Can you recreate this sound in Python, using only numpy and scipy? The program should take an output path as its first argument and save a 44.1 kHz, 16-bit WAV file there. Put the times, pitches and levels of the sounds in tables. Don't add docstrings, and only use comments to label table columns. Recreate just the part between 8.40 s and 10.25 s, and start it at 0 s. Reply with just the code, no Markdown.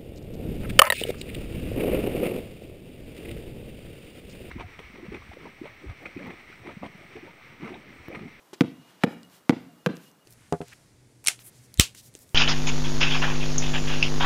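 import sys
import numpy as np
from scipy import signal
from scipy.fft import rfft, irfft, next_fast_len
from scipy.io import wavfile
from scipy.ndimage import uniform_filter1d, map_coordinates

SR = 44100
rng = np.random.default_rng(int(sys.argv[2]) if len(sys.argv) > 2 else 0)


def log_audio(samples):
    frames = np.atleast_2d(samples).T
    limited = np.clip(frames, -1, 1)
    pcm = np.round(limited * 32767).astype(np.int16)
    wavfile.write(sys.argv[1], SR, pcm)


def gain_from_db(level_db):
    decades = np.asarray(level_db, float) / 20
    return 10 ** decades


N = 81585


def unit(x):
    return x / np.sqrt(np.mean(x ** 2) + 1e-20)


def along(points, hz):
    f, v = np.transpose(points)
    return np.interp(np.log(hz + 1), np.log(f + 1), v)


def wobble(rate_hz):
    knots = rng.standard_normal(int(N * rate_hz / SR) + 4)
    return map_coordinates(knots, [np.arange(N) * rate_hz / SR])


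def filtered(x, response):
    m = next_fast_len(N + SR // 2)
    return irfft(rfft(x, m) * response(np.fft.rfftfreq(m, 1 / SR)), m)[:N]


def noise(spectrum):
    return unit(filtered(rng.standard_normal(N), lambda hz: gain_from_db(along(spectrum, hz))))


def after(start_s):
    return np.maximum(np.arange(N) / SR - start_s, 0)


def fade(t, t60_s):
    return (t > 0) * gain_from_db(-60 * t / t60_s)


def ring(t, hz, t60_s):
    return np.sin(2 * np.pi * hz * t) * fade(t, t60_s)


# freq_hz, level_db_per_hz
FLOOR = [(30, -43), (70, -18), (130, -10.5), (300, -2.5), (600, -6), (1300, -8.5), (2200, -16),
         (15500, -23.5)]
FLOOR_DB = -60.5


def traffic():
    return gain_from_db(FLOOR_DB + 1.6 * wobble(3.5)) * noise(FLOOR)


# time_s, level_db
CRICKET = [(0, -84), (.2, -75), (.35, -70), (.58, -74.5), (.72, -62), (.9, -72.5), (1.1, -82.5), (1.5, -72),
           (1.85, -75)]
CRICKET_HZ, CRICKET_WIDTH_HZ, CRICKET_SWING_DB = 2860, 20, 4


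def cricket():
    t = np.arange(N) / SR
    level_db = np.interp(t, *np.transpose(CRICKET)) + CRICKET_SWING_DB * wobble(45)
    drift_cycles = np.cumsum(CRICKET_WIDTH_HZ * wobble(40)) / SR
    return np.sqrt(2) * np.sin(2 * np.pi * (CRICKET_HZ * t + drift_cycles)) * gain_from_db(level_db)


# freq_hz, level_db_per_hz
TICK_COLOUR = [(1500, -19), (3000, -6), (7000, -2.5), (13000, -11), (16000, -17)]
# start_s, peak_db, pitch_hz
TICKS = [(.832, -41, 4800), (.850, -55, 4300), (.8995, -53, 4600), (1.555, -51, 8000), (1.5689, -41, 5000),
         (1.7151, -50, 5500)]
TICK_DB, TICK_T60_S, TICK_NOISE = 3, 0.003, 0.8


def ticks():
    out = np.zeros(N)
    for start_s, peak_db, pitch_hz in TICKS:
        t = after(start_s)
        click = ring(t, pitch_hz, TICK_T60_S) + TICK_NOISE * fade(t, TICK_T60_S) * noise(TICK_COLOUR)
        out += gain_from_db(peak_db + TICK_DB) * click
    return out


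# start_s, length_s, level_db, centre_hz, width_octaves
RUSTLES = [(.38, 0.24, -61, 940, 2.1), (0.605, 0.044, -54, 780, 2.33), (0.678, 0.074, -62.5, 7100, 1.5),
           (0.901, 0.098, -57, 2700, 2.5), (1.194, 0.045, -71, 14000, 0.6), (1.547, 0.048, -59, 12000, 1.7),
           (1.581, 0.14, -60, 2500, 4.1), (1.285, 0.048, -59, 700, 0.051), (0.454, 0.084, -70, 6600, 1.2)]
SOFTNESS = 0.6


def clothes():
    out = np.zeros(N)
    for start_s, length_s, level_db, hz, octaves in RUSTLES:
        near, far = 2 ** octaves, 8 ** octaves
        band = noise([(hz / far, -54), (hz / near, -6), (hz, 0), (hz * near, -6), (hz * far, -54)])
        progress = np.minimum(after(start_s) / length_s, 1)
        out += gain_from_db(level_db) * np.abs(np.sin(np.pi * progress)) ** SOFTNESS * band
    return out * gain_from_db(1.1 * wobble(59.5))


# freq_hz, level_db_per_hz
BRUSH = [(200, 14.5), (500, 9), (900, 4.5), (2000, 5.5), (4300, 5.5), (7500, -1.5), (15500, -17.5)]
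BRUSH_DB, BRUSH_RISE_S, BRUSH_HOLD_S, BRUSH_T60_S = -42.5, 0.0012, 0.0088, 0.062
PAT_S, PAT_DB, PAT_HZ, PAT_T60_S = 0.1312, -29.5, 380, 0.031
PAT_UPPER_HZ, PAT_UPPER_DB = 830, -10


def palm():
    t = after(PAT_S)
    knock = ring(t, PAT_HZ, PAT_T60_S) + gain_from_db(PAT_UPPER_DB) * ring(t, PAT_UPPER_HZ, PAT_T60_S)
    brush = np.minimum(t / BRUSH_RISE_S, 1) * gain_from_db(-60 * after(PAT_S + BRUSH_HOLD_S) / BRUSH_T60_S)
    return gain_from_db(PAT_DB) * knock + gain_from_db(BRUSH_DB) * brush * noise(BRUSH)


# delay_s, level_db
WALLS = [(0.028, -13), (0.037, -12), (0.071, -23), (.108, -28)]
WALL_HZ = 700
# freq_hz, t60_s
YARD = [(100, 1), (200, .6), (500, 0.36), (1000, 0.38), (3000, 0.43), (8000, 0.42)]
# freq_hz, level_db
YARD_COLOUR = [(100, -2.5), (200, -0.5), (300, -2), (600, 8), (1000, 6), (3000, 10), (5000, 10),
               (9000, 0.5)]
YARD_DB, YARD_START_S, YARD_RISE_S, PATCHY_DB = -17, 0.02, 0.012, 1.5


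def walls(x, walls_db):
    def response(f):
        echoes = sum(gain_from_db(db + walls_db) * np.exp(-2j * np.pi * f * delay_s) for delay_s, db in WALLS)
        return echoes / (1 + 1j * f / WALL_HZ) ** 1.23
    return filtered(x, response)


def scatter(x, bright_db):
    hz, t, z = signal.stft(rng.standard_normal(SR), SR, nperseg=256)
    colour_db = along(YARD_COLOUR, hz) + bright_db * np.clip(hz / 1500, 0, 1)
    patches = uniform_filter1d(rng.standard_normal(z.shape), size=8, axis=0)
    patches = unit(uniform_filter1d(patches, size=3, axis=1))
    decay_db = -60 * t / along(YARD, hz)[:, None]
    tail = signal.istft(z * gain_from_db(PATCHY_DB * patches + colour_db[:, None] + decay_db), SR, nperseg=256)[1]
    build_up = 1 - np.exp(-after(YARD_START_S)[:len(tail)] / YARD_RISE_S)
    tail = tail * build_up / np.sqrt(SR * 0.036)
    return gain_from_db(YARD_DB) * signal.fftconvolve(x, tail)[:N]


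# start_s, level_db, pitch_hz, sign
SLAPS = [
    (0.2086, -0.5, 2130, 1),
    (.6361, -3, 1730, 1),
    (.6380, -2.5, 1803, -1),
    (1.0945, -3, 1670, 1),
    (1.462, -5, 1620, 1),
    (1.4629, -11.5, 1400, -1),
]
SLAP_CYCLES, SPIT_DB, SPIT_T60_S = 0.96, -15.5, 0.018


def slap(start_s, level_db, pitch_hz, sign):
    t = after(start_s)
    pulse = np.sign(sign) * ring(t, pitch_hz, SLAP_CYCLES / pitch_hz * 2) * (1 - np.exp(-t / 0.0001))
    spit = fade(t, SPIT_T60_S) * noise([(500, 8.5), (4000, -10.5), (15000, -24.5)])
    return gain_from_db(level_db + 6) * pulse + gain_from_db(level_db + SPIT_DB) * spit


SHELL_T60_S, LOW_T60_S, CONTACT_S = 0.058, 0.1, 0.011
UPPER_HZ, UPPER_DB, UPPER_T60_S = 473, -18, 0.095


def shell_thud(t, thud_db, shell_hz, low_hz, low_db, rise_s):
    modes = ring(t, shell_hz, SHELL_T60_S) + gain_from_db(low_db) * ring(t, low_hz, LOW_T60_S)
    contact = 0.033 + np.exp(-(t / (CONTACT_S + 0.8 * rise_s)) ** 2)
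    upper = gain_from_db(UPPER_DB) * ring(t, UPPER_HZ, UPPER_T60_S)
    return -(gain_from_db(thud_db + 6) * modes * contact + upper) * (1 - np.exp(-t / rise_s))


# pitch_hz, level_db, t60_s
AIR = [(960, -4, .018), (1240, -7, .018), (1460, -5, .018), (1880, -10, .015), (2200, -11, .015),
       (2620, -13, .018), (3250, -13, .02), (3780, -18, .02), (4600, -20, .015)]


def air_ring(t, air_db):
    out = np.zeros(N)
    for (hz, db, t60_s), (a, b) in zip(AIR, rng.standard_normal((len(AIR), 2))):
        out += gain_from_db(air_db + db + 2 * a) * ring(t, hz * (1 + 0.055 * b), t60_s)
    return out * (1 - np.exp(-t / 0.00039))


PEEL_RISE_S, PEEL_T60_S = 0.0023, 0.015


def peel(t, peel_db):
    swell = fade(t, PEEL_T60_S) * (t / PEEL_RISE_S)
    return gain_from_db(peel_db) * swell * noise([(600, 31.5), (2500, 16.5), (15000, -16.5)])


def landing(start_s, thud_db, shell_hz, low_hz, low_db, rise_s, air_db, peel_s, peel_db):
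    slaps = [row for row in SLAPS if abs(row[0] - start_s) < 0.02]
    first_s = slaps[0][0]
    out = shell_thud(after(start_s), thud_db, shell_hz, low_hz, low_db, rise_s)
    out += air_ring(after(first_s), air_db)
    for row in slaps:
        out += slap(*row)
    return out + peel(after(first_s + peel_s), peel_db)


# start_s, thud_db, shell_hz, low_mode_hz, low_over_shell_db
LANDINGS = [
    (.2094, -5.5, 259, 177.5, -3),
    (.6386, -9, 245.5, 192, -3),
    (1.0954, -4.5, 257.3, 179, -6),
    (1.4640, -20, 427, 169.4, 11.5),
]
# thud_rise_s, air_db, peel_after_slap_s, peel_db
SKINS = [
    (.0012, -16, 0.0065, -15),
    (.0012, -24, 0.00585, -13),
    (.0012, -16.5, .0075, -12),
    (.005, -15.5, 0.0053, -15.5),
]
# walls_db, bright_scatter_db, shell_tone_away_from_mic_db
ANSWERS = [
    (-3, -5.5, -21),
    (-3.5, -3.5, -13.5),
    (-1, -2, -30),
    (0, -1, -9.5),
    (-8, -0.5, -77),
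]
AWAY_HZ, AWAY_T60_S = 288.6, 0.051
MIC_LOW_HZ = 119


def scene():
    hits = [landing(*row, *skin) for row, skin in zip(LANDINGS, SKINS)] + [palm()]
    starts_s = [row[0] for row in LANDINGS] + [PAT_S]
    ball = np.zeros(N)
    for hit, start_s, (walls_db, bright_db, away_db) in zip(hits, starts_s, ANSWERS):
        sent = hit + gain_from_db(away_db) * ring(after(start_s), AWAY_HZ, AWAY_T60_S)
        ball += hit + walls(sent, walls_db) + scatter(sent, bright_db)
    ball = filtered(ball, lambda f: (1j * f / (MIC_LOW_HZ + 1j * f)) ** 3)
    return (ball + ticks() + clothes() + cricket() + traffic())[None]


def band_limit(x):
    return signal.sosfilt(signal.butter(12, 16580, fs=SR, output="sos"), x)


TOP_HZ, ABOVE_DB, END_HZ = 15400, -19, 16600


def record(dry):
    mix = filtered(dry[0], lambda f: np.where(f < TOP_HZ, 1, gain_from_db(ABOVE_DB)) * (f < END_HZ))[None]
    return band_limit(mix)


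dry = scene()
out = record(dry)
log_audio(out)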